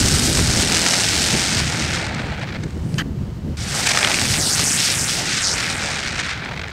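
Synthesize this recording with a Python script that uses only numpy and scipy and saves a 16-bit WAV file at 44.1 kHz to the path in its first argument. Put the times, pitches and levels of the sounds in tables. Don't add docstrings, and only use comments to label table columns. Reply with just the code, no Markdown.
import sys
import numpy as np
from scipy import signal
from scipy.fft import rfft, irfft
from scipy.io import wavfile
from scipy.ndimage import uniform_filter1d, map_coordinates

SR = 44100
rng = np.random.default_rng(int(sys.argv[2]) if len(sys.argv) > 2 else 0)


def wav_record(signal):
    frames = np.transpose(np.atleast_2d(signal))
    bounded = np.clip(frames, -1, 1)
    quanta = np.round(bounded * 32767).astype(np.int16)
    wavfile.write(sys.argv[1], SR, quanta)


N = 296341

# (time [s], buffet level [dB], thud against buffet [dB], flutter against buffet [dB])
WIND_LEVELS = [(0, -26.5, 3, 2), (.27, -20.5, -1.5, -3), (.48, -22.5, 1, -1), (.75, -32.5, -4, 3.5),
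               (1.25, -29.5, -5.5, -1), (1.6, -29, -4.5, -1), (1.85, -28, -4, -3.5), (2.2, -30.5, -3, -3.5),
               (2.5, -29, -7, -7.5), (2.95, -24.5, -6, -6.5), (3.1, -29, 0, -5), (3.4, -27.5, -3.5, -4.5),
               (3.7, -32.5, -1, -6), (4.07, -36, -14, 5), (4.3, -25.5, -7, -5), (4.7, -32, -13, -3.5),
               (5.3, -34, -5.5, -1.5), (6.2, -36, -2, -3), (6.72, -42, 2, -3)]
# (time [s], width [ms], change [dB])
GUSTS = [(.77, 76, 3.5), (1.35, 28, 7), (2.62, 40, 2.5), (2.71, 30, -7), (3.35, 32, -8), (3.48, 41, 4.5),
         (3.57, 33, -4), (4.6, 61, 4), (5.44, 48, -8), (6.32, 29.5, -10), (6.53, 57, 3.5)]
# (frequency [Hz], relative density [dB per Hz])
THUD_SPECTRUM = [(15, -35), (30, -9), (50, -3.5), (80, 5.5), (110, -15.5), (300, -64)]
BUFFET_SPECTRUM = [(30, -37), (70, -13.5), (100, 4), (170, 2.5), (220, -6), (330, -50), (900, -64)]
FLUTTER_SPECTRUM = [(130, -15), (220, 0.5), (300, -3.5), (420, -9.5), (700, -20), (1100, -41), (3000, -67)]
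BREEZE_DB = -42.5, -37, -47

# (frequency [Hz], relative density [dB per Hz])
NIGHT_SPECTRUM = [(400, -16), (900, 5.5), (2050, -2), (2480, -5), (3000, -2), (3400, -7), (4100, -6),
                  (8000, -12.5), (9500, -19.5), (15500, -23)]
NIGHT_DB = -47

# (time [s], roar level [dB], hiss level [dB], sizzle level [dB], rumble level [dB])
BURN_LEVELS = [
    [(0, -26, -18, -27.5, -36), (.3, -27.5, -18, -25, -35.5), (.52, -27, -19, -29.5, -35),
     (.75, -26, -17.5, -29, -30), (1.25, -27, -18.5, -28.5, -33.5), (1.55, -27, -22.5, -35.5, -32.5),
     (1.7, -28, -26.5, -40, -36.5), (1.95, -26, -26, -41, -34), (2.12, -31, -42, -66, -34),
     (2.35, -34, -47, -75, -39), (2.575, -36, -54, -79, -37.5)],
    [(2.578, -42, -51, -79, -50), (2.72, -50, -52, -72, -52), (2.87, -54, -51, -53, -51),
     (3.02, -43, -45, -44, -42)],
    [(3.57, -40, -32, -47, -48), (3.7, -32.5, -27.5, -36, -36.5), (3.78, -25, -21, -29, -34.5),
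     (4.05, -22.5, -21.5, -32.5, -28.5), (4.27, -29, -21, -27.5, -38.5), (4.5, -24.5, -17, -24, -33),
     (4.75, -28, -16, -25.5, -37), (5.0, -27, -19, -26.5, -38), (5.17, -29.5, -22.5, -30, -36),
     (5.3, -26, -23, -38, -37.5), (5.47, -24.5, -17, -39, -36.5), (5.6, -25.5, -24.5, -36, -36),
     (5.97, -27, -28.5, -47, -35.5), (6.32, -26, -34.5, -58, -40), (6.36, -31, -47, -66, -40),
     (6.72, -35.5, -54, -72, -40)],
]
# (time [s], turn rate [turns/s],
# throb depth [dB] (plus: brief dips, minus: brief bursts), spark level against the gas [dB])
SPIN = [(0, 68, 4, 2), (.5, 83, 4, -0.5), (.8, 87, 10, -5), (1.0, 88, 5, -3), (1.6, 95, 5, -18),
        (1.9, 70, 6.5, -20), (2.25, 79, 5, 1), (2.6, 51, 7, -1), (3.6, 4, -6, -9), (3.8, 12.2, -1, 1.5),
        (3.9, 20.2, -10.5, -10), (4.0, 45, -5.5, 0), (4.15, 110, -4, -5.5), (4.4, 146, -5.5, -7),
        (4.55, 150, 6.5, -2), (4.8, 146, 6, -9), (5.2, 117, 3, -16), (5.75, 75, 6, -15), (6.1, 62, 9, -30),
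        (6.4, 48, 3, 1.5), (6.72, 50, 26, 5)]
# (time [s], width [ms], change [dB])
SURGES = [(.34, 22, -2.5), (.46, 37, -1.5), (.62, 24, 3), (.665, 20, -3), (1.48, 32, 0), (1.59, 30, 3),
          (1.88, 26, -2), (2.07, 18, 1), (2.13, 25, -1.5), (2.19, 29, 3), (2.335, 9, 4.5), (2.355, 8, -6),
          (2.397, 6, 2), (2.43, 16, 7.5), (2.465, 7.9, -6), (2.485, 8, 6), (2.555, 12, 5), (2.634, 7.9, 16),
          (3.845, 18, -3), (3.87, 10, 4.5), (3.91, 11, 3), (3.932, 8.9, -4), (3.951, 5, 4), (3.963, 5, -3),
          (3.976, 5, 4), (4.59, 11.3, -1.5), (5.24, 31, -3), (6.02, 14.5, -4), (6.07, 22, 2.5),
          (6.12, 44, -3), (6.2, 12, 5), (6.225, 13, -4.5), (6.45, 7.1, 4.5), (6.53, 9.7, 3), (6.55, 10, -4),
          (6.585, 15, 4.5), (6.62, 8, 6), (6.648, 5.8, 5), (6.665, 8, -5), (6.685, 4.8, 2)]
# (frequency [Hz], relative density [dB per Hz])
ROAR_SPECTRUM = [(400, -64.5), (800, -22), (1100, -7), (1420, 1), (2300, 1.5), (2900, -5), (4000, -5),
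                 (7000, -16.5), (11000, -83)]
HISS_SPECTRUM = [(900, -59.5), (1800, -9.5), (2900, -4), (3300, -5), (5200, 0.5), (8600, -4), (9600, -14),
                 (11500, -25.5), (15000, -67)]
SIZZLE_SPECTRUM = [(5000, -47), (8000, 5.5), (9500, 2), (11000, -5), (12500, -5.5), (14000, -16),
                   (15500, -17)]
RUMBLE_SPECTRUM = [(200, -15.5), (400, -5), (520, -3), (860, -1), (1050, -10), (1500, -20), (4000, -73)]
FIRST_ROCKING, SECOND_ROCKING = 0.25, 0.15
SECOND_LIT_S = 3.1
SPUTTER_DB = 1
SPUTTER_PER_DB = 0.15

# (time [s], peak level [dB], swell time [ms])
POP_AND_CLICK_EVENTS = [(.1461, -11, 1.1), (0.371, -8.5, 1), (0.3915, -4.5, 0.83), (.766, -6, 1.2),
                        (0.8622, -4.5, 1.5), (.9363, -4.5, 1.1), (1.3396, -10, 1.2), (1.6, -8, 1),
                        (2.0647, -14, 1.3), (2.146, -18.5, 1.5), (2.394, -28, 2), (2.422, -29, 4),
                        (2.706, -27, .6), (2.9421, -18, 0.25), (3.8684, -6, 2.9), (3.904, -7, 3.7),
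                        (3.916, -3, .52), (3.9476, -9, 1.4), (3.973, -2, 0.96), (4.0291, -2, .8),
                        (4.0359, -9, 1.5), (4.047, 0, 0.45), (4.0718, -6, 1.5), (4.104, -8, 1.5),
                        (4.1159, 0, 0.44), (4.143, -2, 0.48), (4.1744, -11, .52), (4.1874, -6, 0.51),
                        (4.2147, -6, 0.57), (4.2522, -7, 0.96), (4.3409, -4, .48), (4.5925, -8, 1.56),
                        (4.787, -14, 1.5), (5.0867, -10.5, 0.65), (6.0272, -20, 1.5), (6.199, -19.5, 2.5),
                        (6.3752, -25, 1.5), (6.448, -25, 1.8), (6.681, -29, 1.6), (6.7037, -34, 1.1)]
# (frequency [Hz], relative density [dB per Hz])
THUMP_SPECTRUM = [(300, -26.5), (700, -2.5), (1500, 1.5), (2500, 5.5), (3500, 1.5), (5500, -22),
                  (11000, -56)]
CRACK_DB, CRACK_PER_DB = -4, -0.25

# (take-off time [s], landing time [s], extra echo delay at the top [ms])
HOPS = [(4.358, 4.583, .19), (4.596, 4.795, 0.11), (4.922, 5.096, 0.098), (5.388, 5.584, 0.15),
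        (5.729, 5.806, 0.068)]
GROUND_MS = 0.033
GROUND_SHARE, GROUND_HZ = 0.62, 8500

# (frequency [Hz], time to fall 60 dB [s], level within the rattle [dB])
RATTLE_MODES = [(1260, 0.16, -8), (1580, 0.3, -5), (1850, 0.55, -4), (2980, 0.19, 0), (4600, 0.15, -7),
                (6400, 0.097, -6), (8200, 0.11, -17), (12500, 0.55, -25)]
RATTLE_S, RATTLE_STOP_S, RATTLE_DB = 2.982, 3.023, -22.5

TOP_HZ = 15680


def undb(db):
    return 10 ** (np.asarray(db) / 20)


def unit(x):
    return x / np.sqrt(np.mean(x ** 2))


def columns(table, **ends):
    times_s, *values = np.transpose(table)
    return [np.interp(np.arange(N) / SR, times_s, column, **ends) for column in values]


def colour(x, shape, size=2048):
    hz, db = np.transpose(shape)
    bins_hz = np.arange(size + 1) * SR / (2 * size)
    log_gain = np.interp(np.log(bins_hz + 1), np.log(hz), db) * np.log(10) / 20
    cepstrum = irfft(log_gain)
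    cepstrum[1:size] *= 2
    cepstrum[size + 1:] = 0
    response = irfft(np.exp(rfft(cepstrum)))[:size]
    response = response / np.sqrt(np.sum(response ** 2))
    return signal.fftconvolve(x, response)[:len(x)]


def walk(rate):
    hold = int(SR / rate)
    steps = np.repeat(rng.standard_normal(N // hold + 1), hold)
    return unit(uniform_filter1d(uniform_filter1d(steps, hold), hold)[:N])


def uneven(db, size):
    return undb(db) / np.sqrt(uniform_filter1d(undb(2 * db), size))


def bumps(table):
    ms = np.arange(N * 1000 // SR + 1)
    db = sum(top_db * np.exp(-((ms - 1000 * s) / width_ms) ** 2) for s, width_ms, top_db in table)
    return np.interp(np.arange(N) * 1000 / SR, ms, db)


def wind():
    buffet_db, thud_db, flutter_db = columns(WIND_LEVELS)
    gust_db = bumps(GUSTS)
    # (spectrum, level against the buffet [dB], share of the gusts, raggedness [dB], slow drift [dB])
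    layers = [
        (THUD_SPECTRUM, thud_db, 0.6, 0.6, 2.5),
        (BUFFET_SPECTRUM, 0, 0.95, 1.1, 1.2),
        (FLUTTER_SPECTRUM, flutter_db, 1.1, 2.1, 1.5),
    ]
    out = 0
    for steady_db, (shape, db, gusty, ragged_db, drift_db) in zip(BREEZE_DB, layers):
        ragged = uneven(ragged_db * walk(90), size=5000)
        drift = uneven(drift_db * walk(9), size=30000)
        lumps = ragged * drift * rng.standard_normal(N)
        level = np.hypot(undb(buffet_db + db + gusty * gust_db), undb(steady_db))
        out = out + level * colour(lumps, shape, size=8192)
    return out


def night_air():
    level = undb(NIGHT_DB + 0.48 * walk(20.6))
    return level * colour(rng.standard_normal(N), NIGHT_SPECTRUM)


def sparks(rate, spread_db):
    arrival, loudness, polarity = rng.random((3, N))
    size_db = np.minimum(-spread_db * np.log(1 - loudness), 14)
    size = undb(size_db) * np.sign(polarity - 0.5)
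    return unit(size * (arrival < rate / SR))


def jets():
    turns, depth_db, spark_db = columns(SPIN)
    rocking = np.where(np.arange(N) / SR < SECOND_LIT_S, FIRST_ROCKING, SECOND_ROCKING)
    angle = 2 * np.pi * np.cumsum(turns * (1 + 0.0309 * walk(20))) / SR
    beam = np.cos(angle) - 0.91 * np.cos(2 * angle - 0.3)
    beam = beam + rocking * (np.cos(angle / 2) + np.cos(3 * angle / 2))

    levels = np.sum([undb(columns(burn, left=-120, right=-120)) for burn in BURN_LEVELS], axis=0)
    roar_over_hiss_db = 20 * np.log10(levels[0] / levels[1])
    unsteady_db = np.maximum(SPUTTER_DB + SPUTTER_PER_DB * roar_over_hiss_db, 0)
    sputter_db = 0.96 * unsteady_db * np.tanh(walk(140))
    grit = undb(spark_db) * sparks(rate=2200.0, spread_db=4.5)
    surge_db = bumps(SURGES)

    # (spectrum, share of the throb, of the sputter, of the surges, own flicker [dB], spark share)
    layers = [
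        (ROAR_SPECTRUM, 0.5, 1.1, 0.7, 1.5, 1.1),
        (HISS_SPECTRUM, 0.95, 1.1, 1.05, 1.1, 0.9),
        (SIZZLE_SPECTRUM, 0.8, 1.1, 1.3, 0.6, 0.6),
        (RUMBLE_SPECTRUM, 0.3, 0.9, 0.6, 1.5, 0.9),
    ]
    out = 0
    for level, (shape, throb, uneasy, surge, flicker_db, spark_share) in zip(levels, layers):
        throb_db = throb * depth_db * beam / 2
        own_db = flicker_db * np.tanh(walk(200))
        swell = uneven(throb_db + uneasy * sputter_db + own_db, size=1400)
        if shape is RUMBLE_SPECTRUM:
            swell = swell * uneven(2.0 * walk(22), size=20000)
        mix = np.sqrt(1 + (spark_share * undb(spark_db)) ** 2)
        gas = (rng.standard_normal(N) + spark_share * grit) / mix
        out = out + colour(level * undb(surge * surge_db) * swell * gas, shape)
    return out


def pops_and_click():
    length = 2000
    out = np.zeros(N + length)
    t_ms = np.arange(length) * 1000 / SR
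    noises = rng.standard_normal((len(POP_AND_CLICK_EVENTS), length))
    for (s, db, swell_ms), noise in zip(POP_AND_CLICK_EVENTS, noises):
        puff = noise * t_ms * np.exp(-t_ms / swell_ms)
        thump = colour(puff, THUMP_SPECTRUM)
        crack = undb(CRACK_DB + CRACK_PER_DB * db) * colour(puff, HISS_SPECTRUM)
        burst = thump + crack
        start = int(s * SR)
        out[start:start + length] += undb(db) * burst / np.abs(burst).max()
    return out[:N]


def pavement(x):
    t = np.arange(N) / SR
    lag_ms = GROUND_MS + 0.014 * walk(150)
    for start, stop, top_ms in HOPS:
        u = np.clip((t - start) / (stop - start), 0, 1)
        lag_ms += 4 * top_ms * u * (1 - u)
    dull = signal.sosfiltfilt(signal.butter(2, GROUND_HZ, fs=SR, output="sos"), x)
    echo = map_coordinates(dull, [np.arange(N) - lag_ms * SR / 1000], order=1, mode="nearest")
    return undb(-3.0) * (x + GROUND_SHARE * echo)


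def rattle():
    t = np.arange(N) / SR - RATTLE_S
    on = (t >= 0) & (t < RATTLE_STOP_S - RATTLE_S)
    out = 0
    for hz, t60, db in RATTLE_MODES:
        shape = [(hz / 4, -60), (hz / 1.45, -17), (hz / 0.99, 0),
                 (hz * 1.04, 0), (hz * 1.2, -17), (hz * 4, -60)]
        band = colour(rng.standard_normal(N), shape)
        decay = undb(db - 60 * np.abs(t) / t60)
        out = out + decay * band / np.std(band[on])
    return undb(RATTLE_DB) * on * out


def scene():
    near_ground = pavement(jets() + pops_and_click())
    return (wind() + night_air() + near_ground + rattle())[None]


def record(dry):
    rounded = np.tanh(0.9 * dry) / 0.9
    return signal.sosfilt(signal.ellip(14, 0.2, 100, TOP_HZ, fs=SR, output="sos"), rounded)


dry = scene()
out = record(dry)
wav_record(out)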